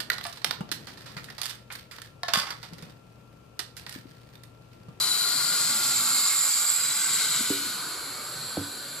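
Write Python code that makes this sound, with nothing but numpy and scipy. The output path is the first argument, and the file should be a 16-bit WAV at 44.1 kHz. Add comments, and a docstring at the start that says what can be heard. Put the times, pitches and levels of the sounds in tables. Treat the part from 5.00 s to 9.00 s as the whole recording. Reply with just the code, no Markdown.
"""A steady hiss of air or steam comes from a standing train, ringing with broad pipe tones and thin whistles.
The listener passes through the carriage door, which shuts out the direct hiss.
A softer hiss, spread out by echoes inside the carriage, remains over a low rumble.
A faint hum comes and goes on the way in, and later soft footsteps thump on the hollow floor."""
import sys
import numpy as np
from scipy import signal
from scipy.fft import rfft, irfft, next_fast_len
from scipy.io import wavfile
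from scipy.ndimage import uniform_filter1d

SR = 44100
rng = np.random.default_rng(int(sys.argv[2]) if len(sys.argv) > 2 else 0)


def generate_wav(signal):
    """Clip the signal to [-1, 1] and save it as 16-bit WAV at the path in sys.argv[1]."""
    frames = np.transpose(np.atleast_2d(signal))
    scaled = np.clip(frames, -1, 1) * 32767
    pcm = np.round(scaled).astype(np.int16)
    wavfile.write(sys.argv[1], SR, pcm)


N = 176400
FRAME, HOP = 2048, 512  # noise is shaped in short overlapping frames; both in samples
HZ = np.fft.rfftfreq(FRAME, 1 / SR)[:, None]
TIMES = np.arange(N // HOP + 2) * HOP / SR


def amp(db):
    """Turn decibels into a gain."""
    return 10 ** (np.asarray(db) / 20)


def over_pitch(rows):
    """Join rows that start with a pitch into one curve per remaining column."""
    hz, *columns = np.transpose(rows)
    return [np.interp(np.log(HZ + 1), np.log(hz), column) for column in columns]


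def over_time(rows):
    """Join rows that start with a time into one curve per remaining column."""
    time_s, *columns = np.transpose(rows)
    return [np.interp(TIMES, time_s, column) for column in columns]


def bell(x, centre, width):
    """A smooth bump of height 1."""
    return np.exp(-.5 * ((x - centre) / width) ** 2)


def whistle_peak(hz):
    """A whistle lifts only a very narrow band around its pitch."""
    return bell(HZ, hz, 0.0056 * hz)


def low_cut_db(edge_hz):
    """A steep fall in level below the edge."""
    return -10 * np.log10(1 + (edge_hz / (HZ + 1)) ** 4)


def patches(depth_db, bands, frames):
    """Random rises and dips in level, smoothed over nearby pitch bands and frames."""
    field = rng.standard_normal((len(HZ), len(TIMES)))
    field = uniform_filter1d(uniform_filter1d(field, bands, axis=0), frames, axis=1)
    return depth_db * field / np.sqrt(np.mean(field ** 2))


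def ridges():
    """Reflections cut fine, slowly shifting ridges into a hiss."""
    return patches(depth_db=3, bands=2, frames=40)


def shaped_noise(level_db, stereo, pan_db=0, lead_s=0):
    """Stereo noise with the given level per Hz; a likeness of 1 feeds both ears the same noise."""
    likeness, lead_rad, left_db = over_pitch(stereo)
    white = rng.standard_normal((2, N + FRAME))
    common, apart = signal.stft(white, nperseg=FRAME, noverlap=FRAME - HOP)[2][..., :len(TIMES)]
    angle = np.arccos(np.clip(likeness, 0, 1)) / 2
    common, apart = np.cos(angle) * common, np.sin(angle) * apart
    # one ear hears it louder and earlier than the other
    lean = amp((left_db + pan_db) / 2) * np.exp(.5j * (lead_rad + 2 * np.pi * HZ * lead_s))
    ears = np.array([(common + apart) * lean, (common - apart) / lean])
    gain = amp(level_db) * np.sqrt(SR / (abs(lean) ** 2 + abs(lean) ** -2))
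    return signal.istft(ears * gain, nperseg=FRAME, noverlap=FRAME - HOP)[1][:, :N]


def jet_hiss():
    """The jet rings in a pipe and whistles; its tone shifts as the listener moves, then it is shut out."""
    # tone of the direct hiss: pitch_hz, level_db
    tone = [(450, -16), (750, -9), (1000, -6.5), (1150, 0.3), (1420, 2), (1750, -7.5), (2200, 0.75),
            (2700, -6.5), (3150, -1.1), (3500, -2), (4000, 7), (4400, 8), (4900, 3.5), (5500, -1.0),
            (6400, -0.5), (6950, 5.5), (7500, 11), (7900, 9.5), (8500, 3), (9400, 2), (10600, 9.5),
            (11700, 5.5), (12300, 6.5), (13500, -4), (15200, -13.5)]
    # its loudness on the way in: time_s, level_db
    loudness = [(0, -69), (.6, -68), (1.2, -68.5), (1.5, -70.5), (1.85, -72), (2.2, -68.5), (2.5, -73),
                (2.68, -78), (3.0, -89), (4, -102)]
    # the treble against the rest: time_s, boost_db
    treble = [(0, -10), (1.15, -4.5), (1.7, -2.5), (2.2, -7.5), (2.7, -1), (3.2, -8)]
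    # the upper middle, which swells in the doorway: time_s, boost_db
    middle = [(0, -3), (1.5, -1.5), (2.3, 2), (2.7, 4.5)]
    # the two lower pipe tones: time_s, pitch_hz, boost_db
    first_pipe = [(0, 1430, 9), (.7, 1432, 6.5), (1.05, 1362, 10.5), (1.6, 1385, 4), (2.2, 1525, 6),
                  (2.7, 1446, 12.5)]
    second_pipe = [(0, 4130, 5.5), (1.1, 4540, 1), (1.5, 4170, -2.5), (2.2, 4140, -2), (2.7, 4100, -1)]
    # the high pipe tone: time_s, pitch_hz, boost_db, left_over_right_db
    high_pipe = [(0, 7350, -1, 2), (.55, 7550, 2.5, 4.5), (1.2, 7320, 4, -7), (1.7, 7660, 5.5, -7.5),
                 (1.88, 7860, 5.5, -7), (2.25, 7800, 3.5, -3), (2.48, 7650, 1.5, -1.5), (2.7, 7600, -4, -3)]
    # whistles that swell and fade: pitch_hz, boost_db, strongest_s, spread_s
    whistles = [(1128, 8.5, 1.3, 0.48), (1367, 0, 1.02, 0.12), (1470, 1, 0.95, 2.3), (2026, 4, 1, 1),
                (2140, 1.5, 0.44, 1.8), (3986, 10, 0.2, 0.28), (4325, 5.5, 1.13, .4), (4530, 7, 1.2, 0.6),
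                (4835, 8.5, .5, 0.91), (4800, 10, 1.77, .14), (4240, 10.5, 2.57, 0.11),
                (7510, -0.5, 1.1, 0.24), (7340, 11, 1.68, 0.13), (7660, 6, 2.24, .22)]
    # the hiss at the two ears: pitch_hz, likeness (0-1), left_lead_radians, left_over_right_db
    stereo = [(500, 0.93, .05, 0), (1400, 0.91, .25, 1), (2800, 0.85, 0.3, 0.1), (4330, 0.81, 1.62, 1),
              (4480, 0, 1, 10), (4990, 0.87, 0.55, 2), (5670, 1, 1.03, 3), (7330, 1, 1.22, -1),
              (9960, 0.58, 3.4, 1), (11700, 0.69, 2.95, -5), (14700, 0.05, 6.1, 0)]
    # the jet's direction, at first to the left: time_s, left_over_right_db, left_lead_s
    direction = [(.2, 2.5, .000012), (.8, -0.5, 0), (2.2, 0.7, -.000006)]
    first_hz, first_db = over_time(first_pipe)
    second_hz, second_db = over_time(second_pipe)
    high_hz, high_db, high_pan_db = over_time(high_pipe)
    high_band = bell(HZ, high_hz, width=340)
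    pipe_db = first_db * bell(HZ, first_hz, width=37) + second_db * bell(HZ, second_hz, width=245)
    pipe_db += high_db * high_band
    treble_db = over_time(treble)[0] * HZ ** 4 / (HZ ** 4 + 7700 ** 4)  # mostly above 7700 Hz
    middle_db = over_time(middle)[0] * bell(HZ, centre=2970, width=1180)
    tone_db = over_pitch(tone)[0] + low_cut_db(edge_hz=110) + treble_db + middle_db
    whistle_db = sum(db * whistle_peak(hz) * bell(TIMES, strongest_s, spread_s)
                     for hz, db, strongest_s, spread_s in whistles)
    drift_db = ridges() + patches(depth_db=.5, bands=25, frames=12)
    flutter_db = patches(depth_db=.83, bands=200, frames=3)
    level_db = over_time(loudness)[0] + tone_db + pipe_db + whistle_db + drift_db + flutter_db
    pan_db, lead_s = over_time(direction)
    return shaped_noise(level_db, stereo, pan_db + high_pan_db * high_band, lead_s)


def carriage_hiss():
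    """The hiss after it has bounced many times around the carriage."""
    # tone of the hiss inside: pitch_hz, level_db
    tone = [(450, -6), (800, -10.5), (1100, -6), (1480, -0.8), (1800, -13), (2250, -12.5), (2800, -17),
            (3400, -12), (4300, 1), (5200, -14), (6100, -18.5), (6800, -14), (7550, -1), (8300, -14.5),
            (9400, -15.5), (10700, -5.5), (11800, -12), (12800, -13), (15300, -55)]
    # its loudness: time_s, level_db
    loudness = [(0, -73), (2.3, -81.5), (2.8, -68.5), (3.4, -69.5), (4, -71)]
    # thin whistles in it: pitch_hz, boost_db
    whistles = [(1448, 3), (1535, 9)]
    # the hiss at the two ears: pitch_hz, likeness (0-1), left_lead_radians, left_over_right_db
    stereo = [(500, 0.81, 0.16, 0), (1300, 0.62, 0.22, -1.8), (2700, 1, 0.22, -0.49),
              (4200, 0.56, 0.38, -0.74), (6100, 0.8, 0, 0), (8500, .1, 0.096, -0.67)]
    tone_db = over_pitch(tone)[0] + low_cut_db(edge_hz=550)
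    whistle_db = sum(db * whistle_peak(hz) for hz, db in whistles)
    drift_db = ridges() + patches(depth_db=1, bands=25, frames=12)
    return shaped_noise(over_time(loudness)[0] + tone_db + whistle_db + drift_db, stereo)


def rumble():
    """Low background noise that wavers at random."""
    # tone of the rumble: pitch_hz, level_db
    tone = [(45, -21), (75, -15.5), (100, -11), (135, 0), (190, -7.5), (250, -4.5), (340, -9), (480, -11),
            (800, -33)]
    # its loudness: time_s, level_db
    loudness = [(0, -74.5), (1.05, -69.5), (1.3, -76), (1.75, -77), (2.45, -69.5), (3.1, -71.7)]
    # the rumble at the two ears: pitch_hz, likeness (0-1), left_lead_radians, left_over_right_db
    stereo = [(120, 0.97, 0, -1.9), (400, 0.89, 0, -0.63)]
    drift_db = patches(depth_db=3.5, bands=3, frames=14)
    return shaped_noise(over_time(loudness)[0] + over_pitch(tone)[0] + drift_db, stereo)


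def hum(strongest_s=1.03, spread_s=0.4 / 3, pitch_hz=241, level_db=-49):
    """One faint, pure tone that briefly swells and fades."""
    t = np.arange(N) / SR
    return amp(level_db) * bell(t, strongest_s, spread_s) * np.sin(2 * np.pi * pitch_hz * t)


def footsteps(knock_hz=560, knock_width_s=0.00074, rise_s=0.0019, echo_db=-15, echo_s=.25, pan_db=-2.5):
    """The heel knocks, then the sole lands and rings the floor tones near the pitch of its push."""
    # tones of the hollow floor: pitch_hz, level_db, fade_s (time to fall 60 dB)
    floor = [(99, -11, 0.47), (178, 7, 0.0374), (239, -1.5, 0.066), (283, -9.5, 0.5), (295, 1, 0.055),
             (392, -8.5, 0.18), (487, -14.5, 0.3), (660, -14, 0.092)]
    # footfalls: start_s, level_db, push_hz, push_width_octaves, fade_share, knock_boost_db, sole_delay_s
    steps = [(2.404, -19.5, 224, 0.12, 0.7, -26, 0.00063), (2.501, -17, 340, 0.35, 1.0, -13, 0.002),
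             (3.571, -18.5, 135, 1.35, .58, -0.5, .0052), (3.607, -27.5, 219, 0.51, .55, -22, 0.0052)]
    t = np.arange(SR // 2) / SR
    knock_t = t - 2 * knock_width_s
    knock = -bell(knock_t, 0, knock_width_s) * np.sin(2 * np.pi * knock_hz * knock_t)
    track = np.zeros((2, N + SR))
    for start_s, level_db, push_hz, octaves, fade_share, knock_db, delay_s in steps:
        age = np.maximum(t - delay_s, 0)
        ring = np.zeros(len(t))
        for hz, db, fade_s in floor:
            push = bell(np.log2(hz), np.log2(push_hz), octaves)
            ring += push * amp(db - 60 * age / (fade_s * fade_share)) * np.sin(2 * np.pi * hz * age)
        rise = 1 - np.exp(-(age / rise_s) ** 2)
        thump = amp(level_db) * (amp(knock_db) * knock + ring * rise)
        room = rng.standard_normal(len(t)) * amp(-60 * t / echo_s)
        thump += amp(echo_db) * signal.fftconvolve(thump, room / np.linalg.norm(room))[:len(t)]
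        start = round(start_s * SR)
        track[:, start:start + len(t)] += thump * amp([[pan_db / 2], [-pan_db / 2]])
    bass_cut = signal.butter(4, 80, "highpass", fs=SR, output="sos")  # below 80 Hz
    return signal.sosfilt(bass_cut, track[:, :N])


def scene():
    """Hiss from outside and inside, rumble, hum and feet, added together."""
    return jet_hiss() + carriage_hiss() + rumble() + hum() + footsteps()


def record(dry):
    """Remove the very highest treble."""
    top_hz = 15300
    size = next_fast_len(N + SR // 2)
    kept = np.fft.rfftfreq(size, 1 / SR) < top_hz
    return irfft(rfft(dry, size) * kept, size)[:, :N]


dry = scene()
out = record(dry)
generate_wav(out)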